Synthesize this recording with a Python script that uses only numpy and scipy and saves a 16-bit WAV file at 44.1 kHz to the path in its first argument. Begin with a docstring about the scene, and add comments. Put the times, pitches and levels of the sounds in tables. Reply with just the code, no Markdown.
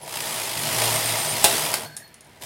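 """A rasp of sliding steel and plastic swells up: a knitting carriage is pushed along its needle bed,
close to a single microphone in a small room. Cams knock each needle in turn, the bed and table hum,
a guide squeaks and the row counter trips with a sharp click. The carriage creaks to a stop,
loose metal parts tick and ring, and the next stroke begins."""
import sys
import numpy as np
from scipy import signal
from scipy.fft import rfft, irfft, next_fast_len
from scipy.io import wavfile
from scipy.ndimage import map_coordinates

SR = 44100
rng = np.random.default_rng(int(sys.argv[2]) if len(sys.argv) > 2 else 0)


def wav_out(sig):
    """Save sig, one row per channel (or a flat mono array), as 16-bit PCM at SR to the path in sys.argv[1]."""
    wavfile.write(sys.argv[1], SR, np.round(np.clip(np.atleast_2d(sig).T, -1, 1) * 32767).astype(np.int16))


N = 108045
TIME = np.arange(N) / SR
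CRACK_RISE_S = 0.00064
CREST_DB = 10  # a noise burst's rms lies this far below its nominal peak


def amp(db):
    return 10 ** (np.asarray(db) / 20)


def unit(x):
    return x / np.sqrt(np.mean(x ** 2) + 1e-20)


def along(points, hz):
    """Interpolate (Hz, value) points on a log frequency axis."""
    f, v = np.transpose(points)
    return np.interp(np.log(hz + 1), np.log(f + 1), v)


def curves(rows):
    """One value per sample for each column after the time."""
    seconds, *columns = np.transpose(rows)
    return [np.interp(TIME, seconds, column) for column in columns]


def wobble(rate):
    """A smooth random curve, rate knots a second."""
    return map_coordinates(rng.standard_normal(int(N * rate / SR) + 4), [TIME * rate])


def filtered(x, response):
    """Filter x by a gain given as a function of frequency."""
    size = next_fast_len(N + SR // 2)
    return irfft(rfft(x, size) * response(np.fft.rfftfreq(size, 1 / SR)), size)[:N]


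def noise(spectrum):
    """Coloured noise of rms 1."""
    return unit(filtered(rng.standard_normal(N), lambda f: amp(along(spectrum, f))))


def modes(rows):
    """Causal response of a set of resonances of alternating sign."""
    return lambda f: sum((-1) ** k * amp(db) * 1j * f * width / (hz * hz - f * f + 1j * f * width)
                         for k, (hz, width, db) in enumerate(rows))


def burst(start, t60, rise):
    """Envelope of a hit: quick rise, exponential decay, all times in seconds."""
    age = np.maximum(TIME - start, 0)
    return (1 - np.exp(-age / rise)) * amp(-60 * age / t60)


def room_tone():
    """The low, steady air of the room behind the machine."""
    # Each row: frequency in Hz, relative level in dB.
    spectrum = [(15, -30), (50, -8), (100, -0.5), (300, -7), (1200, -13.5), (2000, -9), (6000, -23),
                (10300, -39), (15900, -35)]
    return amp(-54) * noise(spectrum)


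def room_echo(x):
    """The walls answer 200 samples late, and the treble dies first."""
    # Each row: frequency in Hz, t60 in seconds.
    decay = [(200, 0.54), (12000, 0.16)]
    hz, t, bands = signal.stft(rng.standard_normal(SR // 2), SR, nperseg=256)
    tail = signal.istft(bands * amp(-60 * t / along(decay, hz)[:, None]), SR, nperseg=256)[1]
    return signal.fftconvolve(np.pad(x, (200, 0)), tail / np.linalg.norm(tail))[:N]


def bed_hum():
    """At speed the bed hums at roughly twice the needle rate."""
    # Each row: time in seconds, pitch in Hz, level in dB.
    track = [(.55, 99.8, -40), (.68, 105.4, -65), (.78, 115.6, -36), (.95, 114.5, -36.5),
             (1.15, 113, -40.5), (1.45, 113, -53)]
    hz, db = curves(track)
    gate = np.clip(np.minimum(TIME - track[0][0], track[-1][0] - TIME) / 0.025, 0, 1)
    return gate * np.sqrt(2) * amp(db) * np.sin(2 * np.pi * np.cumsum(hz) / SR)


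def creak(width_hz=300):
    """A rough, narrow band of noise slides upward as the carriage comes to rest."""
    # Each row: time in seconds, centre in Hz, level in dB.
    track = [(1.8, 1350, -50), (1.87, 1520, -51), (2.02, 1760, -52), (2.12, 1800, -68)]
    hz, db = curves(track)
    gate = (TIME > track[0][0]) & (TIME < track[-1][0])
    phase = 2 * np.pi * np.cumsum(hz) / SR
    return gate * amp(db) * unit(wobble(width_hz) * np.cos(phase) + wobble(width_hz) * np.sin(phase))


def guide_squeaks(waver_hz=45, flutter_db=2.5, edge_s=.005):
    """A sliding guide gives short, unsteady whistles."""
    # Each row: start in seconds, length in seconds, level in dB, pitch in Hz.
    squeaks = [(0.02, 0.025, -42.5, 10950), (0.832, 0.019, -30.5, 8760), (.93, 0.061, -35, 8750),
               (1.05, 0.065, -32, 8900), (1.172, 0.063, -32, 8720), (1.357, 0.013, -28, 4270),
               (1.227, 0.039, -30, 8880), (1.281, 0.051, -32, 8730)]
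    waver = waver_hz * wobble(61)
    flutter = amp(flutter_db * wobble(110))
    whistles = np.zeros(N)
    for start, length, db, hz in squeaks:
        gate = np.clip(np.minimum(TIME - start, start + length - TIME) / edge_s, 0, 1)
        whistles += gate * np.sqrt(2) * amp(db) * np.sin(2 * np.pi * np.cumsum(hz + waver) / SR)
    return flutter * whistles


def loose_parts():
    """Small steel parts tick as they settle; some ring on one thin note until damped."""
    # Each row: start in seconds, nominal peak in dB.
    ticks = [(1.9663, -12.5), (1.9734, -19), (2.004, -40), (2.0777, -38.5), (2.142, -27.5), (2.2076, -26.5),
             (2.2468, -39)]
    # Each row: frequency in Hz, relative level in dB.
    tick_spectrum = [(900, -30), (3000, -21), (8500, -13), (9250, -4), (9800, -12), (10500, -3),
                     (11600, -23), (15900, -30)]
    # Each row: start in seconds, pitch in Hz, level in dB, t60 in seconds, end in seconds.
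    pings = [(1.83, 11800, -51, .35, 1.97), (1.852, 4360, -46, .6, 1.962), (1.968, 13990, -54, .55, 2.3),
             (2.018, 4335, -55, .85, 2.4)]
    taps = sum(amp(db - CREST_DB) * burst(start, t60=0.024, rise=0.00035) for start, db in ticks)
    metal = noise(tick_spectrum) * taps
    for start, hz, db, t60, end in pings:
        level = np.sqrt(2) * amp(db + 3.5 * wobble(40.03))
        damping = np.clip((end - TIME) / 0.0073, 0, 1)
        metal += level * burst(start, t60, rise=0.0015) * damping * np.sin(2 * np.pi * hz * TIME)
    return metal


def row_counter():
    """The counter trips: a brief snap, a bright rattle and the hollow ring of its housing."""
    # Each row: start in seconds, the rattle's nominal peak in dB, ring gain over the rattle in dB,
    # rattle t60 in seconds, snap over the rattle in dB.
    clicks = [(1.4422, 1.5, -3.5, 0.11, 9), (1.7395, -12, -7, 0.07, 15.5)]
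    # Each row of both: frequency in Hz, relative level in dB.
    rattle_spectrum = [(1300, -7.5), (3500, -0.5), (6700, -7), (9100, 2.5), (15900, -15)]
    housing_modes = [(400, -12), (530, -11), (630, -4), (690, -8), (836, -2), (2730, -8), (3670, -7),
                     (4078, -8)]
    snap_noise = noise([(150, -42), (600, -8)])
    sound = np.zeros(N)
    for start, peak_db, ring_db, t60, snap_db in clicks:
        rattle = noise(rattle_spectrum) * burst(start, t60, CRACK_RISE_S)
        snap = amp(snap_db) * snap_noise * burst(start, t60=.016, rise=CRACK_RISE_S)
        housing = sum(amp(db) * np.sin(2 * np.pi * (hz * TIME + rng.random()))
                      for hz, db in housing_modes)
        ring = amp(ring_db) * housing * burst(start, t60=.1, rise=0.001)
        sound += amp(peak_db - CREST_DB) * (rattle + snap + ring)
    return sound


def latch_jingle(per_s=500, low_hz=1800, high_hz=12000, t60=.06, spread_db=2.2):
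    """Loose needles and latches ring briefly, each on a pitch of its own."""
    when, pitch, strength = np.hsplit(rng.random((int(per_s * N / SR), 3)), 3)
    t = np.arange(int(t60 * SR)) / SR
    hz = low_hz * (high_hz / low_hz) ** pitch
    rings = amp(-spread_db * np.log(1 - strength) - 60 * t / t60) * np.sin(2 * np.pi * hz * t)
    at = (when * N).astype(int) + np.arange(len(t))
    return unit(np.bincount(at.ravel(), rings.ravel())[:N])


def needle_knocks(rate, needle_at_s=.1237, jitter_s=.0006, spread_db=1.8):
    """Envelope of the cams striking each needle, a little uneven in time and force."""
    passed = np.cumsum(rate) / SR
    at = np.flatnonzero(np.diff(np.floor(passed - passed[round(needle_at_s * SR)])))
    timing, force = rng.standard_normal((len(at), 2)).T
    blows = np.zeros(N)
    blows[np.clip(at + (jitter_s * SR * timing).astype(int), 0, N - 1)] = amp(spread_db * force)
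    knock = burst(0, t60=.04, rise=CRACK_RISE_S)[:SR // 8]
    return unit(signal.fftconvolve(blows, knock)[:N])


def carriage(grit_per_s=1600, grit_db=-7, jingle_db=-9):
    """Needle knocks and grit roughen one sliding noise that drives steel, plastic body and table."""
    # Each row: time in seconds, then the levels of steel, body and table in dB.
    stroke = [(0, -51, -46, -50), (.085, -37.5, -40, -52), (.12, -32, -39.5, -54), (.31, -28, -36, -45),
              (.52, -28.5, -36.5, -43.5), (.7, -25.5, -34, -36.5), (.83, -21.5, -28, -42.5),
              (1.05, -24, -32.5, -40.5), (1.38, -27, -33, -40.5), (1.5, -23, -33, -38.5),
              (1.65, -25, -33, -41.5), (1.76, -31, -35.5, -45.5), (1.855, -41, -41, -47.5),
              (1.89, -48.5, -54, -50), (2.03, -62, -57, -57), (2.21, -66, -70, -67), (2.26, -61, -57, -62),
              (2.405, -57.5, -58, -68), (2.416, -42, -44.5, -69), (2.45, -36, -47, -51)]
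    # Each row: time in seconds, needles passed per second, share of distinct knocks from 0 to 1.
    needles = [(0, 64, .1), (.12, 64, .9), (.27, 58, .12), (.55, 49, .25), (.9, 58, .1), (1.65, 74, .12),
               (1.83, 78, .7), (1.9, 78, 0), (2.42, 78, .8)]
    # Each row: frequency in Hz, relative level in dB.
    rasp_spectrum = [(700, -20.5), (1100, -6), (1600, -12.5), (2500, -9.5), (6900, -11), (9000, -7),
                     (12000, -10.5), (15900, -17.5)]
    # Each row of all three: resonance in Hz, width in Hz, gain in dB.
    steel_peaks = [(1930, 670, 5), (3330, 710, 4), (4990, 530, 5)]
    body_modes = [(306, 39, -10), (385.6, 41, -0.5), (463, 20.7, 0.5), (529.6, 30.5, 0), (628.8, 28.6, 6),
                  (696, 49, 3.5), (824, 97, 0.5), (975.2, 39, 5)]
    table_modes = [(109.7, 10.8, -0.5), (149.6, 5.3, 7.5), (228.3, 54, -9)]
    steel_db, body_db, table_db = curves(stroke)
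    rate, share = curves(needles)
    roughness = np.sqrt(1 - share) + np.sqrt(share) * needle_knocks(rate)
    grit = unit((rng.random(N) < grit_per_s / SR) * rng.standard_normal(N))
    drive = roughness * (rng.standard_normal(N) + amp(grit_db) * grit)
    lift_db = lambda f: sum(db / (1 + (2 * (f - hz) / width) ** 2) for hz, width, db in steel_peaks)
    rasp = unit(filtered(drive, lambda f: amp(along(rasp_spectrum, f) + lift_db(f))))
    steel = unit(rasp + amp(jingle_db) * latch_jingle())
    body = unit(filtered(drive + rng.standard_normal(N), modes(body_modes)))
    low_cut = lambda f: f ** 2 / (f ** 2 + 70 ** 2)
    table = unit(filtered(drive, lambda f: modes(table_modes)(f) * low_cut(f)))
    return steel * amp(steel_db) + body * amp(body_db) + table * amp(table_db)


def scene():
    """The machine close up over room tone; only its clicks and ticks come back off the walls."""
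    hits = row_counter() + loose_parts()
    sliding = carriage() + bed_hum() + guide_squeaks() + creak()
    return (sliding + hits + amp(-6) * room_echo(hits) + room_tone())[None]


def record(dry, ceiling=1.1, top_hz=15980):
    """One microphone channel: the loudest click is rounded off and the top treble is cut."""
    soft = dry[0] / (1 + np.abs(dry[0] / ceiling) ** 6) ** (1 / 6)
    return filtered(soft, lambda hz: hz < top_hz)[None]


dry = scene()
out = record(dry)
wav_out(out)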